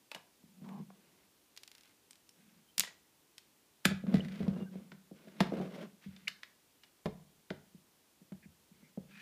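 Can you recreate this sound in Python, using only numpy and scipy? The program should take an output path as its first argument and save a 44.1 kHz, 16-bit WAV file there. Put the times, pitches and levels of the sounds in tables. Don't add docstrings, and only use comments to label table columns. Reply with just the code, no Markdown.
import sys
import numpy as np
from scipy import signal
from scipy.fft import rfft, irfft, next_fast_len
from scipy.io import wavfile
from scipy.ndimage import uniform_filter1d, map_coordinates

SR = 44100
rng = np.random.default_rng(int(sys.argv[2]) if len(sys.argv) > 2 else 0)


def output_pcm(signal):
    pcm = np.clip(np.atleast_2d(signal).T, -1, 1) * 32767
    wavfile.write(sys.argv[1], SR, np.round(pcm).astype(np.int16))


N = 406161

# [freq_hz, density_db]
HUSH_SPECTRUM = [(15, -63), (25, -35), (49, -10.5), (91, -7.5), (313, -2), (550, -8), (646, -9.5),
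                 (967, -9.5), (1330, -13), (2170, -13), (2760, -12), (13800, -16), (15400, -17)]
HUSH_DB = -70
# [freq_hz, t60_s]
ROOM_DECAY = [(100, 0.91), (250, 0.3), (700, 0.43), (2500, 0.33), (6000, 0.29), (12000, 0.16)]
# [freq_hz, gain_db]
TABLE_PATH = [(25, -7.5), (50, -9.5), (85, -3.5), (102, -7.5), (121, -30), (145, 2.5), (400, -1),
              (18000, 1)]
TOP_HZ = 15450

# [strike_s, level_db, centre_hz, panel_db (relative), crack_db (relative), clack_t60_s]
CLACKS = [(0.116, -34.5, 2640, -6.5, -14.5, 0.02), (0.1475, -36, 2930, -3.5, -11.5, 0.028),
          (0.161, -44.5, 960, -2, -18, 0.033), (0.6893, -47.5, 1020, 0, -18, 0.023),
          (0.9024, -56.5, 960, 11, -18, 0.01), (2.8354, -32, 1940, -9.5, -18, 0.018),
          (2.848, -38, 2950, -15, -16, 0.021), (2.8738, -44, 1936, -3, -21.5, 0.07),
          (3.8534, -11.5, 1700, -12, -12, 0.017), (4.0672, -47.5, 1300, -11, -30.5, 0.024),
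          (4.4808, -44, 2560, -7, -19, 0.014), (4.9185, -44, 1520, -3.5, -33, 0.027),
          (5.2824, -55, 1656, -5, -20, 0.035), (5.4049, -20, 1605, 1.5, -18, 0.017),
          (5.4089, -27.5, 2870, -4, -14, 0.017), (6.1632, -49.5, 3560, -14, -25, 0.028),
          (6.2811, -24.5, 2960, -31, -17, 0.017), (6.4327, -35.5, 1950, -28.5, -24, 0.015),
          (6.8347, -49.5, 2910, -12, -15.5, 0.045), (7.0578, -36, 1770, 5, -20, 0.032),
          (7.5044, -33, 1445, -4.5, -30, 0.022), (8.3214, -52, 807, -18, -14, 0.031)]
# [freq_hz, density_db]
CLACK_SPECTRUM = [(700, -21), (1300, -1.5), (1670, -1.5), (1870, -0.5), (2080, -1), (2450, -.5), (2650, -6),
                  (2950, -3.5), (3550, -2), (4200, -3.5), (5400, -5), (8000, -17.5)]
SLAP_SPECTRUM = [(200, -16), (450, -3), (650, -0.5), (950, -1.5), (1300, -9.5), (2000, -20.5)]
CRACK_SPECTRUM = [(4500, -34), (7000, 1), (8200, -6.5), (9200, -1.5), (10800, -8), (12300, -4),
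                  (14000, -15), (15500, -15.5)]
# [freq_hz, level_db, t60_s]
STEEL_MODES = [(984, -10, .08), (1240, -8, .08), (1665, 0, .12), (2040, -1, .12), (2448, -4, .09),
               (2823, -4, .09), (3030, -5, .08), (3541, -4, .12), (3784, -7, .1), (4258, -7, .1),
               (4453, -7, .1), (4856, -7, .11), (5181, -5, .12)]

# [start_s, thud_db, panel_db (relative), boom_db (relative), thud_t60_s]
KNOCKS = [(0.154, -55, -12, -23, 0.089), (0.438, -50, -21, -23, 0.035), (0.618, -41.5, -29, -32, 0.13),
          (0.8, -36.5, -14, -38, 0.11), (2.785, -49, -23, -11, 0.23), (3.855, -21.5, -7.5, -18, 0.14),
          (3.912, -28.5, -7.5, -18, 0.17), (4.038, -32, -8.5, -28, 0.12), (4.067, -32, -10, -29, 0.081),
          (4.142, -15.5, -10, -19.5, 0.082), (4.195, -33, -2, -22, 0.06), (4.404, -27, -5.5, -11, 0.11),
          (4.479, -22.5, -10.5, -17, 0.11), (4.755, -42, -1.5, -20, 0.072), (4.92, -46.5, -6.5, -20, 0.22),
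          (5.113, -45, 1, -22, 0.1), (5.272, -52, 3.5, -20, 0.11), (5.406, -19, -7.5, -33, 0.061),
          (5.522, -34.5, 7, -25.5, 0.13), (5.573, -41, 2, -27, 0.079), (5.6, -31.5, 1.5, -31, 0.091),
          (6.061, -40, -21, -9, 0.2), (7.058, -27, 2, -18, 0.033), (7.076, -36, -14.5, -19, 0.1),
          (7.505, -34.5, 1, -18, 0.066), (7.746, -46.5, -15, -23, 0.065), (8.215, -52.5, -9, -24, 0.05),
          (8.32, -38, -11, -17, 0.092), (8.457, -46.5, -21.5, -10, 0.053), (8.714, -53.5, -22, -16, 0.04),
          (8.829, -53, -10, -20, 0.058), (8.975, -32.5, -6.5, -22, 0.064)]
# [freq_hz, level_db]
BODY_MODES = [(158, -0.5), (192, 11.5), (230, -12.5)]
# [freq_hz, level_db, t60_s]
PANEL_MODES = [(295, -2, 0.081), (358, -0.5, 0.11), (377.5, 3, 0.052), (426, -1.5, 0.0854),
               (479, 0.5, 0.056), (537, -9, 0.14), (603, 1, 0.0313), (659, -6.5, 0.062), (830, -12, 0.044)]

# [start_s, length_s, swell_db, drag_db, rub_db, scrape_db]
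STROKES = [(0.41, 0.21, 6, -68.5, -78, -98), (0.643, 0.17, -3.5, -50.5, -55.5, -68.5),
           (.95, 0.31, -1, -81, -71, -75.5), (1.73, 0.18, 0, -99, -85, -69.5),
           (2.377, 0.22, -3, -69, -80, -73.5), (4.083, 0.068, 8.5, -35.5, -40.5, -57.5),
           (4.184, 0.24, 3, -47, -54, -59.5), (4.425, 0.2, 2, -43.5, -45, -64),
           (4.73, 0.21, -17.5, -58, -62, -73), (5.16, 0.28, 3, -64, -59.5, -66),
           (5.424, 0.058, -4, -49, -48.5, -56), (5.538, 0.13, -4, -46.5, -40, -56.5),
           (5.721, 0.12, 1.5, -52.5, -44, -56), (6.042, 0.013, -1, -83, -74, -57),
           (6.098, 0.19, 2, -66, -73.5, -68.5), (8.74, 0.15, -2, -72.5, -76.5, -74.5),
           (9.098, 0.13, 9, -67.5, -80, -59)]
GRAB_S, RELEASE_S = 0.036, 0.038
# [freq_hz, density_db]
DRAG_SPECTRUM = [(40, -51), (85, -28), (118, -29), (155, -4), (200, 2.5), (240, -3), (300, -30.5),
                 (500, -51)]
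RUB_SPECTRUM = [(180, -24.5), (270, -2.5), (350, 5.5), (410, 0.5), (500, 0.5), (660, -4.5), (850, -13.5),
                (1100, -12), (1800, -24)]
SCRAPE_SPECTRUM = [(700, -13), (1250, -5.5), (1550, 1.5), (1800, -4), (2150, 1.5), (2550, -3.5), (2950, -3),
                   (3600, -6), (4600, -11), (5700, -14.5), (7500, -21.5), (15000, -27)]

# [start_s, length_s, pitch_hz, level_db, width_hz]
SQUEAKS = [(0.623, 0.22, 931, -57.5, 409), (2.674, 0.05, 3110, -72, 160), (4.203, 0.009, 2940, -44.5, 454),
           (4.542, 0.13, 2800, -67.5, 120.3), (4.654, 0.041, 1545, -63, 120),
           (8.81, 0.083, 2160, -71.5, 405), (5.568, 0.099, 641, -49.5, 263), (5.739, 0.11, 570, -51, 171),
           (6.272, 0.006, 2170, -40, 299.3), (6.278, 0.0046, 2543, -28, 800),
           (8.423, 0.038, 2096, -62, 926), (9.102, 0.35, 2464, -55.5, 225), (9.123, 0.26, 1800, -59, 310)]

# [contact_s, level_db, crack_db (relative), ring_db (relative)]
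HARD_CONTACTS = [(1.5647, -45, -22, -17), (1.575, -35.5, -21, -40), (2.1087, -46, -14, -2.5),
                 (2.1315, -48, -24, -30), (2.156, -52, -20, -12), (2.2921, -51, -15, -1.5),
                 (2.7809, -19.5, -15, -17), (2.7963, -17.5, -7.5, -25.5), (2.8058, -16, -24.5, -26.5),
                 (3.3811, -37, -23, -16)]
# [freq_hz, level_db, t60_s]
METAL_MODES = [(3090, -5, .016), (5370, 1, 0.016), (5890, -2, 0.023), (8140, -2.5, .02), (8150, 5, 0.018),
               (9050, -1, 0.0091)]
# [freq_hz, density_db]
TICK_SPECTRUM = [(150, -24), (700, -10.5), (1600, -5), (2100, 1), (3200, 3), (5200, 3), (7000, -6),
                 (9000, -21)]
TICK_T60 = 0.018

SCREW_S, SCREW_DB = 1.6342, -38.5
FLIGHT_S, FLIGHT_SHARE = 0.0432, 0.895
BOUNCE_LOSS_DB = 2.2

# [start_s, end_s, catches_per_s, first_level_db, loss_db_per_catch]
JUDDERS = [(4.142, 4.2, 76, -34, 3.5), (4.248, 4.44, 27.5, -44.5, 0.8)]
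JUDDER_HZ = 2000

LEAD = 0.012
AGE = np.arange(SR // 3) / SR


def amp(db):
    return 10 ** (np.asarray(db) / 20)


def unit(x):
    return x / np.sqrt(np.mean(x ** 2) + 1e-20)


def crest(x, size=128):
    power = uniform_filter1d(x ** 2, size, mode="constant")
    return x / np.sqrt(power.max() + 1e-20)


def along(points, hz):
    f, v = np.transpose(points)
    return np.interp(np.log(hz + 1), np.log(f + 1), v)


def colour(x, points):
    m = 2 * next_fast_len(len(x) // 2 + 2048)
    closed = [(points[0][0] / 2, -70), *points, (points[-1][0] * 2, -70)]
    gain = amp(along(closed, np.fft.rfftfreq(m, 1 / SR)))
    cepstrum = irfft(np.log(gain))
    cepstrum[1:m // 2] *= 2
    cepstrum[m // 2 + 1:] = 0
    response = np.exp(rfft(cepstrum))
    return irfft(rfft(x, m) * response)[:len(x)]


def fade(t60, t=AGE):
    return np.exp(-np.log(1000) * t / np.maximum(t60, 1e-3))


def wobble(rate, size=N):
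    knots = rng.standard_normal(int(size * rate / SR) + 4)
    return map_coordinates(knots, [np.arange(size) * rate / SR])


def add(track, s, sound):
    part = track[max(round(s * SR), 0):][:len(sound)]
    part += sound[:len(part)]


def burst(points, t60, slide_db, snap, snap_t60=0.0028, size=150):
    t = AGE - LEAD
    slide = amp(slide_db) * (AGE / LEAD) ** 2
    decay = fade(t60, abs(t)) + snap * fade(snap_t60, abs(t))
    envelope = np.where(t < 0, slide, decay)
    z = rfft(rng.standard_normal(len(AGE)) * envelope)
    smooth = np.sqrt(uniform_filter1d(abs(z) ** 2, size))
    even = irfft(z / smooth, len(AGE))
    return crest(colour(even, points))


def ring(modes, scatter_db):
    hz, db, t60 = np.transpose(modes)[:, :, None]
    strength = amp(db + scatter_db * rng.standard_normal(db.shape))
    gain = strength * rng.choice([-1, 1], db.shape)
    return crest(np.sum(gain * fade(t60) * np.sin(2 * np.pi * hz * AGE), axis=0))


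def in_room(x, wet_db, build=0.0039):
    hz, t, z = signal.stft(rng.standard_normal(len(AGE)), SR, nperseg=256)
    decay = fade(along(ROOM_DECAY, hz)[:, None], t)
    tail = signal.istft(z * decay, SR, nperseg=256)[1][:len(AGE)]
    tail *= 1 - np.exp(-(AGE / build) ** 2)
    response = amp(wet_db) * tail / np.linalg.norm(tail)
    response[0] += 1
    return signal.fftconvolve(x, response)[:len(x)]


def hush():
    return amp(HUSH_DB) * unit(colour(rng.standard_normal(N), HUSH_SPECTRUM))


def strike(centre_hz, panel_db, crack_db, t60, focus_db=3):
    excited = [(hz, level - focus_db * np.log2(hz / centre_hz) ** 2) for hz, level in CLACK_SPECTRUM]
    clack = amp(-8) * burst(excited, t60, slide_db=-24.5, snap=0.4)
    slap = amp(panel_db - 7) * burst(SLAP_SPECTRUM, 2.06 * t60, slide_db=-27, snap=0.4)
    crack = amp(crack_db - 6) * burst(CRACK_SPECTRUM, 1.4 * t60, slide_db=-32, snap=0.37)
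    hit = clack + slap + crack
    tone = fade(t60) * np.sin(2 * np.pi * centre_hz * AGE)
    add(hit, LEAD, amp(-5) * tone)
    add(hit, LEAD, amp(-26) * ring(STEEL_MODES, scatter_db=1.5))
    return in_room(hit, wet_db=-11.5)


def cover():
    out = np.zeros(N)
    for strike_s, level_db, centre_hz, panel_db, crack_db, t60 in CLACKS:
        add(out, strike_s - LEAD, amp(level_db) * strike(centre_hz, panel_db, crack_db, t60))
    return out


def knocks(rise=0.002, boom_hz=88, boom_delay=0.016, boom_t60=0.075):
    out = np.zeros(N)
    tones = sum(amp(db) * np.sin(2 * np.pi * hz * AGE) for hz, db in BODY_MODES)
    body = (1 - np.exp(-AGE / rise)) * tones
    boom_envelope = (1 - np.exp(-AGE / 0.0089)) * fade(boom_t60)
    boom = crest(boom_envelope * np.sin(2 * np.pi * boom_hz * AGE))
    for start_s, thud_db, panel_db, boom_db, t60 in KNOCKS:
        thud = amp(-3) * crest(body * fade(t60))
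        panels = amp(panel_db - 4) * ring(PANEL_MODES, scatter_db=4)
        blow = thud + panels
        add(blow, boom_delay, amp(boom_db) * boom)
        add(out, start_s, amp(thud_db) * in_room(blow, wet_db=-14))
    return out


def pressure(start_s, length_s, swell_db):
    t = np.arange(N) / SR - start_s
    edges_db = 20 * (np.minimum(t, 0) / GRAB_S - np.maximum(t - length_s, 0) / RELEASE_S)
    swell = swell_db * (np.clip(t / length_s, 0, 1) - 0.5)
    return amp(np.maximum(edges_db, -120) + swell)


def slips(rate, spread_db):
    happens = rng.random(N) < rate / SR
    strength = amp(spread_db * np.clip(rng.standard_normal(N), -2, 2))
    return happens * rng.choice([-1, 1], N) * strength


def fingers():
    drag, rub, scrape = sum(np.outer(amp(levels_db), pressure(start_s, length_s, swell_db))
                            for start_s, length_s, swell_db, *levels_db in STROKES)
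    catch = np.clip(wobble(140), -2, 1.3)
    pulls = slips(rate=1200, spread_db=5.5)
    rubs = amp(2 * catch) * slips(rate=900, spread_db=3.5)
    scratches = amp(2.6 * catch) * slips(rate=4000, spread_db=2.5)
    low = amp(-0.5) * drag * unit(colour(pulls, DRAG_SPECTRUM))
    mid = amp(-6) * rub * unit(colour(rubs, RUB_SPECTRUM))
    grit = amp(-3.5) * scrape * unit(colour(scratches, SCRAPE_SPECTRUM))
    return in_room(low + mid + grit, wet_db=-12)


def squeaks():
    out = np.zeros(N)
    for start_s, length_s, pitch_hz, level_db, width_hz in SQUEAKS:
        t = np.arange(int(length_s * SR)) / SR
        knot_rate = 1.2 * width_hz
        grip = wobble(knot_rate, size=len(t)) + 1j * wobble(knot_rate, size=len(t))
        tone = unit(np.real(grip * np.exp(2j * np.pi * pitch_hz * t)))
        swell = np.sin(np.pi * t / length_s)
        add(out, start_s, amp(level_db) * swell * tone)
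    return in_room(out, wet_db=-38)


def tick(crack_db):
    contact = amp(-11) * burst(TICK_SPECTRUM, TICK_T60, slide_db=-41, snap=1.6)
    crack = burst(CRACK_SPECTRUM, TICK_T60, slide_db=-46, snap=4, snap_t60=0.0032)
    return contact + amp(crack_db + 2) * crack


def hard_contacts():
    out = np.zeros(N)
    for contact_s, level_db, crack_db, ring_db in HARD_CONTACTS:
        hit = tick(crack_db)
        add(hit, LEAD, amp(ring_db - 4.5) * ring(METAL_MODES, scatter_db=2))
        add(out, contact_s - LEAD, amp(level_db) * in_room(hit, wet_db=-13.5))
    return out


def screw_bounces(count=11):
    out = np.zeros(N)
    for k in range(count):
        bounce_s = SCREW_S + FLIGHT_S * np.sum(FLIGHT_SHARE ** np.arange(k))
        level_db = SCREW_DB - BOUNCE_LOSS_DB * k
        add(out, bounce_s - LEAD, amp(level_db) * in_room(tick(crack_db=-19), wet_db=-14))
    return out


def judders():
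    out = np.zeros(N)
    for start_s, end_s, rate, first_db, loss_db in JUDDERS:
        for k, catch_s in enumerate(np.arange(start_s, end_s, 1 / rate)):
            catch = strike(JUDDER_HZ, panel_db=-19, crack_db=-18.5, t60=0.026)
            add(out, catch_s - LEAD, amp(first_db - loss_db * k) * catch)
    return out


def scene():
    handling = cover() + knocks() + fingers() + squeaks() + hard_contacts() + screw_bounces() + judders()
    return (colour(handling, TABLE_PATH) + hush())[None]


def record(dry):
    m = next_fast_len(N + SR // 2)
    passes = np.fft.rfftfreq(m, 1 / SR) < TOP_HZ
    return irfft(rfft(dry, m) * passes, m)[:, :N]


dry = scene()
out = record(dry)
output_pcm(out)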